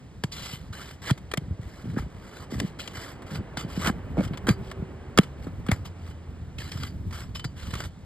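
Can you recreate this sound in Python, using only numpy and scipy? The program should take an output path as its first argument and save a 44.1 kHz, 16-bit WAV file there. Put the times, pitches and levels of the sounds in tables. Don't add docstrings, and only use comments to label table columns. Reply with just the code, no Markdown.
import sys
import numpy as np
from scipy import signal
from scipy.fft import rfft, irfft
from scipy.io import wavfile

SR = 44100
rng = np.random.default_rng(int(sys.argv[2]) if len(sys.argv) > 2 else 0)


def transcribe(u):
    v = np.clip(np.atleast_2d(u).T, -1, 1)
    q = np.round(v * 32767).astype(np.int16)
    wavfile.write(sys.argv[1], SR, q)


N = 355005
TIME, FREQS = np.arange(N) / SR, np.fft.rfftfreq(N, 1 / SR)

# (time [s], snap [dB], pressure [dB], thump [dB], pitch [Hz])
RELEASES = [(0.237, -21.5, -2.5, -19, 145), (1.107, -19.5, 0, -11, 132), (1.373, -21.5, -1, -19.5, 145),
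            (3.571, -27.5, -0.5, -27, 157), (3.871, -20, -6, -18.5, 186), (4.489, -18, -3, -14, 188),
            (5.186, -5.5, -3.5, -4.5, 181), (5.715, -17.5, 1, -15, 96), (7.446, -34, -1, -24, 134)]
# (frequency [Hz], level [dB], t60 [s])
BAR_MODES = [(2035, -2, .06), (2680, -7, .04), (3042, 1, .15), (3553, -7, .06), (4075, -2, .065),
             (4673, -1.5, .11), (5243, -4, .07), (6000, -9, .06), (6700, -13, .1), (7120, -11, .1),
             (7325, -6.5, .08), (7900, -9, .1), (8177, -11, .08), (9000, -13, .04), (9700, -7.5, .06),
             (10780, -9.5, .06), (11680, -11, .07), (12500, -14, .05), (13430, -15, .05), (14000, -14, .04)]


def amp(db):
    return np.exp(np.asarray(db) * (np.log(10) / 20))


def unit(x):
    return x / np.sqrt(np.mean(x ** 2) + 1e-20)


def read(points, hz):
    f, value = np.transpose(points)
    return np.interp(np.log(hz + 1), np.log(f + 1), value)


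def curve(points):
    return np.interp(TIME, *np.transpose(points))


def add(mix, s, sound):
    part = mix[max(round(s * SR), 0):][:len(sound)]
    part += sound[:len(part)]


def colour(x, spectrum, size=2048):
    log_gain = np.log(amp(read(spectrum, abs(np.fft.fftfreq(size, 1 / SR)))))
    response = np.exp(np.conj(signal.hilbert(log_gain)))
    taps = np.fft.ifft(response).real[:size // 2]
    return signal.oaconvolve(x, taps / np.linalg.norm(taps))[:N]


def resonate(x, hz, width_hz):
    turn = np.exp(2j * np.pi * np.cumsum(hz) / SR)
    r = np.exp(-np.pi * width_hz / SR)
    return (turn * signal.lfilter([np.sqrt(2 * (1 - r * r))], [1, -r], x / turn)).real


def wander(rate, size=8192):
    f = np.fft.rfftfreq(size, N / SR / size)
    slow = unit(irfft(rfft(rng.standard_normal(size)) * np.exp(-(f / rate) ** 2)))
    return np.interp(TIME, np.linspace(0, N / SR, size), slow)


def swell(s, half_width_s, db):
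    return amp(db) * np.exp(-np.minimum(((TIME - s) / half_width_s) ** 2, 20))


def contact(attack_s, hold_s, release_s):
    t = TIME[:SR]
    return np.minimum(t / attack_s, 1) * np.exp(-np.clip((t - hold_s) / release_s, 0, 20))


def stereo_noise(spectrum, apart=0.25):
    shared, side = [colour(noise, spectrum) for noise in rng.standard_normal((2, N))]
    return shared + apart * np.outer([1, -1], side) / np.sqrt(2)


def wind(calm_db=-45, hiss_db=-66):
    # (time [s], half width [s], level [dB])
    gusts = [(1.5, 0.78, -58), (4.25, 0.52, -36.5), (5.55, 0.34, -42), (6.85, 0.41, -39),
             (7.699, 0.24, -41.5)]
    # (frequency [Hz], level [dB])
    rumble_spectrum = [(20, -41), (40, -8.5), (60, 7.5), (110, 1.5), (170, -1.5), (260, -11), (400, -23),
                       (1000, -57), (4000, -56)]
    hiss_spectrum = [(100, -68), (2000, -6), (4000, -7.5), (7000, -12), (9000, -16), (15000, -35)]
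    strength = amp(calm_db) + sum(swell(*gust) for gust in gusts)
    buffeting = unit(amp(3 * wander(16)))
    rumble = stereo_noise(rumble_spectrum) * strength * buffeting
    return rumble + amp(hiss_db) * stereo_noise(hiss_spectrum)


def vehicle(nearest_s=3.99, pass_width_s=1.2, tyre_db=-44.5):
    # (frequency [Hz], level [dB])
    tyre_spectrum = [(40, -28), (200, 3.5), (400, 1), (700, -4.5), (1200, -10), (2000, -14.5), (3000, -20),
                     (5000, -48), (15000, -98)]
    # (time [s], firing rate [Hz])
    firing = [(2.4, 80), (3.1, 83), (3.9, 96), (4.4, 99), (5, 94), (5.7, 96), (6.2, 83), (6.7, 80)]
    distance = np.hypot(1, (TIME - nearest_s) / pass_width_s)
    tyres = stereo_noise(tyre_spectrum) * amp(tyre_db) / distance
    phase = 2 * np.pi * np.cumsum(curve(firing) * (1 + 0.0031 * wander(13))) / SR
    whine = swell(4.7, half_width_s=0.38, db=-49.5) * np.sin(4 * phase)
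    exhaust = swell(6.01, half_width_s=0.48, db=-42.5) * np.sin(phase)
    return tyres + np.sqrt(2) * (whine + exhaust) * amp(2 * wander(35))


def cracks(gain_db=2, rise_s=0.0006, abruptness=1.35):
    # (time [s], level [dB], pressure [dB])
    small_cracks = [(.459, -40, -4), (.8127, -41.5, 0.5), (1.176, -44.5, 1.5), (1.314, -31.5, -3.5),
                    (1.337, -23, 3), (2.54, -41.5, 2.5), (2.6, -20, -5), (2.8755, -31, -11),
                    (3.22, -46.5, 2), (4.249, -40, -4), (4.275, -44, -9), (4.334, -53, 13.5),
                    (4.373, -35, -4), (4.469, -27, 2), (4.713, -36, -2), (5.1754, -8.5, -3),
                    (5.232, -38.5, -5), (5.468, -51.5, 5), (5.664, -40.5, 0.5), (5.685, -44.5, 13),
                    (6.584, -35.5, -14), (6.717, -30.5, -7), (6.833, -29.5, -5.5), (7.108, -44.5, -4),
                    (7.394, -37.5, -4.5), (7.442, -33.5, -1.5), (7.737, -29.5, -3), (7.752, -33.5, -3),
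                    (7.791, -44, -3), (7.803, -28.5, -2), (7.838, -39, -1)]
    reference_s, reference_db, halving_db = 0.0044, -20.5, 18
    snaps, heavy_snaps = np.zeros((2, N))
    t = TIME[:SR // 16]
    for s, db, pressure_db, *_ in [*small_cracks, *RELEASES]:
        decay_s = reference_s * 2 ** ((reference_db - db) / halving_db)
        envelope = np.exp(-(t / decay_s) ** abruptness) * (1 - np.exp(-t / rise_s))
        burst = amp(db + gain_db) * rng.standard_normal(len(t)) * envelope
        add(snaps, s, burst)
        add(heavy_snaps, s, burst * amp(pressure_db))
    return snaps, heavy_snaps


def clinks(reach_octaves=0.56):
    # (time [s], level [dB], centre frequency [Hz])
    taps = [(0.237, -46, 6950), (0.322, -38, 5160), (2.795, -51, 3260), (3.349, -41, 3840),
            (3.573, -36.5, 3970), (7.352, -38, 3220), (7.397, -40.5, 3200), (7.447, -37.5, 4800)]
    out, t = np.zeros(N), TIME[:SR // 6]
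    for hz, db, t60 in BAR_MODES:
        mode = np.sin(2 * np.pi * hz * t) * amp(-60 * t / t60)
        for s, tap_db, tap_hz in taps:
            coupling = np.exp(-(np.log2(hz / tap_hz) / reach_octaves) ** 2)
            add(out, s, mode * amp(tap_db + db / 2) * coupling)
    return out


def bending_wave(hz, q=2.5, octaves=1.13, lag=0.0773, size=8192):
    f = np.fft.rfftfreq(size, 1 / SR)
    ratio = (f + 1) / hz
    band = np.exp(-(np.log2(ratio) / octaves) ** 2 / 2)
    resonance = 1 / (1 + 1j * q * (ratio - 1 / ratio))
    dispersion = np.exp(-4j * np.pi * lag * np.sqrt(f))
    wave = irfft(band * resonance * dispersion)[:size // 2]
    return wave / abs(wave).max()


def thumps(spring_s=0.0016):
    # (time [s], peak [dB], pitch [Hz])
    blows = [(.53, -30, 134), (.698, -30, 101), (1.505, -22, 80), (1.589, -26.5, 113), (1.843, -35, 144),
             (1.967, -18, 238), (2.972, -32, 98), (3.644, -25, 161), (3.772, -19.5, 176),
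             (3.896, -16.5, 202), (4.169, -21.5, 470), (4.305, -24, 162), (4.482, -14.5, 242),
             (4.5, -10.5, 131), (4.82, -23, 159), (5.185, -9, 426), (5.466, -25.5, 252), (5.687, -14, 186),
             (6.412, -30, 94), (6.585, -28.5, 102), (6.751, -26.5, 115), (6.918, -29, 103),
             (7.365, -36, 99), (7.68, -29, 124), (7.73, -26.5, 130)]
    rebounds = [(s + spring_s, db, hz) for s, _, _, db, hz in RELEASES]
    out = np.zeros(N)
    for s, db, hz in [*blows, *rebounds]:
        add(out, s, amp(db) * bending_wave(hz))
    return out


def strokes(resting_db=-70, shove_swell_db=15.5, crumbs_db=-39.5, attack_s=0.0062, bite_s=0.011):
    # (time [s], length [s], level [dB], pressure [dB])
    drags = [(0.314, 0.23, -42.5, -6), (0.544, 0.13, -63, 2), (0.723, 0.19, -47.5, 2),
             (1.608, 0.39, -59, 4), (1.974, 0.021, -45.5, 5.5), (2.5, 0.18, -49, -0.5),
             (2.823, 0.12, -53.5, -2), (2.933, 0.17, -47.5, 4.5), (3.567, 0.04, -40.5, -1.5),
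             (6.579, 0.29, -48, -0.5), (7.122, 0.096, -45, 2), (7.561, 0.23, -50, -1)]
    # (time [s], length [s], final level [dB], pressure [dB])
    shoves = [(1.015, 0.087, -33.5, 2.5), (2.097, 0.34, -51, 4.5), (3.256, 0.11, -42, 3),
              (3.679, 0.2, -37, -1), (3.805, 0.078, -33, 6.5), (4.165, 0.086, -41, 2),
              (4.6, 0.1, -52.5, -7), (5.379, 0.066, -52.5, 0), (5.944, 0.17, -55.5, 0.5),
              (7.563, 0.3, -48, 3.5)]
    # (time [s], level [dB], pressure [dB])
    jabs = [(2.787, -31.5, -6.5), (4.477, -27, 8.5), (5.172, -47, 24), (5.708, -38.5, 11.5),
            (5.847, -42, -1), (7.345, -37, -7)]
    moves = [(s, db, pressure_db, contact(attack_s, length, release_s=0.022))
             for s, length, db, pressure_db in drags]
    for s, length, db, pressure_db in shoves:
        effort = amp(-shove_swell_db * np.maximum(1 - TIME[:SR] / length, 0))
        moves.append((s, db, pressure_db, effort * contact(attack_s, length, release_s=0.01)))
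    for s, db, pressure_db in jabs:
        moves.append((s, db, pressure_db, contact(bite_s, bite_s, release_s=0.014)))
    for s, db, pressure_db, *_ in RELEASES:
        moves.append((s, db + crumbs_db, pressure_db, contact(bite_s, bite_s, release_s=0.033)))
    level, rasp_level = np.full((2, N), amp(resting_db))
    for s, db, pressure_db, shape in moves:
        add(level, s, amp(db) * shape)
        add(rasp_level, s, amp(db + pressure_db) * shape)
    return level, rasp_level


def granules(per_s=10000, rub=0.66, spread_db=3.9, clump_db=2.4):
    ticks = rng.standard_normal(N) * (rng.random(N) < per_s / SR)
    ticks *= amp(spread_db * np.minimum(rng.exponential(1, N), 3))
    friction = unit(ticks) + rub * rng.standard_normal(N)
    return unit(friction * amp(clump_db * wander(110)))


def catches(level, per_s=60, gain_db=3, low_hz=1100, high_hz=5000, decay_s=0.0027):
    out, t = np.zeros(N), TIME[:SR // 40]
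    for s, (late, pitch) in zip(np.arange(0, N / SR, 1 / per_s), rng.random((1500, 2))):
        hz = low_hz * (high_hz / low_hz) ** pitch
        add(out, s + late / per_s, np.sin(2 * np.pi * hz * t) * np.exp(-t / decay_s))
    return out * amp(gain_db) * level


def bar_ring(slide, level, ring_db=-6.5, shift_db=5, slip_limit=0.015, grip=0.002):
    drive = slip_limit * np.tanh(slide / slip_limit)
    drive *= level / (level + grip)
    contacts = [drive * unit(amp(shift_db * np.clip(wander(9), -1, 1))) for _ in range(5)]
    out = np.zeros(N)
    for k, (hz, db, t60) in enumerate(BAR_MODES):
        r, w = amp(-60 / t60 / SR), 2 * np.pi * hz / SR
        gain = amp(db + ring_db) * np.sqrt(2 * (1 - r * r)) * np.sin(w)
        out += signal.lfilter([gain], [1, -2 * r * np.cos(w), r * r], contacts[k % len(contacts)])
    return out


def flap(drive, roam=0.15):
    # (time [s], frequency [Hz])
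    resonance = [(.4, 1270), (.87, 1430), (1.08, 1810), (2.54, 1380), (2.6, 1860), (3, 1300), (3.12, 1290),
                 (3.8, 1160), (3.87, 1460), (4.7, 1160), (6.8, 1330), (7.15, 1190), (7.8, 1390)]
    return resonate(drive, curve(resonance) * np.exp(roam * wander(20)), width_hz=230)


def rips(start_hz=1440, end_hz=474, width_hz=900, swell_db=12):
    # (time [s], length [s], level [dB])
    tears = [(1.083, 0.0243, -21.5), (1.962, 0.0304, -27.5), (3.836, 0.069, -20.5)]
    out = np.zeros(N)
    for s, length, db in tears:
        progress = np.linspace(0, 1, round(length * SR))
        hz = start_hz + (end_hz - start_hz) * progress ** 4
        fibres = rng.standard_normal(SR)[:len(hz)]
        crunch = unit(resonate(resonate(fibres, hz, width_hz), hz, width_hz))
        envelope = amp(db - swell_db * (1.5 - progress)) * signal.windows.tukey(len(hz), 0.15)
        add(out, s, crunch * envelope)
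    return out


def shingles(friction_db=-0.64, flap_db=-8, rasp_db=-4):
    # (frequency [Hz], level [dB])
    grit_spectrum = [(300, -63), (1200, -16), (2200, 12.5), (3100, 17), (3700, 9.5), (5000, 7.5),
                     (6500, 0.5), (9000, -2), (11500, -11), (13500, -13), (15200, -16)]
    rasp_spectrum = [(100, -1), (300, 5.5), (550, 7), (850, 4.5), (1300, 7.5), (1800, -2), (2250, 5.5),
                     (2700, 2.5), (5000, -8.5), (12000, -51.5)]
    tear_spectrum = [(100, -0.5), (300, 3.5), (550, 2.5), (760, 3.5), (1300, 3.5), (1650, -2), (2050, 2),
                     (2700, 4), (5000, -6.5), (12000, -52.5)]
    level, rasp_level = strokes()
    friction = granules() * amp(friction_db)
    slide, pressed = friction * level, friction * rasp_level
    snaps, heavy_snaps = cracks()
    grit = colour(slide + snaps, grit_spectrum)
    rasp = amp(rasp_db) * colour(pressed, rasp_spectrum)
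    tearing = colour(heavy_snaps, tear_spectrum)
    lifted = amp(flap_db) * flap(pressed + heavy_snaps)
    return grit + rasp + tearing + lifted + rips() + catches(level) + bar_ring(slide, level)


def creaks(jitter=0.287, size_spread_db=1.5, pitch_spread=0.24):
    # (time [s], length [s], level [dB], slip rate [Hz], pitch [Hz])
    runs = [(1.41, 0.13, -38, 94, 115), (1.839, 0.13, -33, 103, 138), (1.985, 0.078, -33, 73, 109),
            (2.52, 0.072, -31, 103, 136), (2.611, 0.039, -27.5, 120, 190), (3.304, 0.104, -33, 100, 135),
            (3.793, 0.094, -33, 79, 99), (4.176, 0.033, -20, 165, 197)]
    # (frequency [Hz], level [dB], t60 [s])
    board_modes = [(553, 0, 0.018), (1240, -12, 0.0066), (2190, -18, 0.019)]
    hard_db, hardening, knock_lag_s = -19.5, 1.9, 0.004
    out, t = np.zeros(N), TIME[:SR // 20]
    knock = sum(amp(db - 60 * t / t60) * np.sin(2 * np.pi * hz * t) for hz, db, t60 in board_modes)
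    for start, length, db, rate, hz in runs:
        run = np.zeros(SR // 2)
        for s, (late, size, tune) in zip(np.arange(0, length, 1 / rate), rng.standard_normal((20, 3))):
            s += jitter * late / rate
            add(run, s, amp(size_spread_db * size) * bending_wave(hz * np.exp(pitch_spread * tune)))
            add(run, s + knock_lag_s, amp(hardening * (db - hard_db)) * knock)
        rms = np.sqrt(np.sum(run ** 2) / (length * SR))
        add(out, start, amp(db) * run / rms)
    return out


def reflections(x, near_t60=0.02, near_db=-19, far_t60=0.33, far_db=-32):
    t = TIME[:SR // 3]
    response = np.zeros((2, len(t)))
    for t60, db in (near_t60, near_db), (far_t60, far_db):
        tail = rng.standard_normal(response.shape) * amp(-60 * t / t60)
        response += amp(db) * tail / np.linalg.norm(tail[0])
    return signal.fftconvolve(x[None], response, axes=1)[:, :N]


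def scene():
    blade = shingles() + clinks()
    work = blade + thumps() + creaks()
    flicker = amp(-15) * np.outer([1, -1], blade * wander(300))
    return work + flicker + reflections(work) + wind() + vehicle()


def record(dry, cutoff_hz=15250):
    # (frequency [Hz], phase [rad])
    port_phase = [(20, 0), (130, -.3), (700, -.65), (1500, -.3), (2000, .7), (2600, 2.2), (3700, .9),
                  (5000, 1.3), (5700, 3), (6300, 3.4), (7600, 6.1), (8500, 6.6), (9800, 9.2), (11000, 9.7),
                  (11800, 12.3), (13200, 12.8), (14300, 15.6)]
    # (frequency [Hz], level [dB])
    port_balance = [(100, -.5), (700, -2.2), (1400, -1.5), (2000, .3), (8000, 0)]
    left = np.exp(0.5j * read(port_phase, FREQS)) * amp(read(port_balance, FREQS) / 2)
    stereo = irfft(rfft(dry) * np.array([left, 1 / left]), N)
    lowpass = signal.firwin(301, cutoff_hz, window=("kaiser", 9), fs=SR)
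    return signal.oaconvolve(stereo, lowpass[None], "same")


dry = scene()
out = record(dry)
transcribe(out)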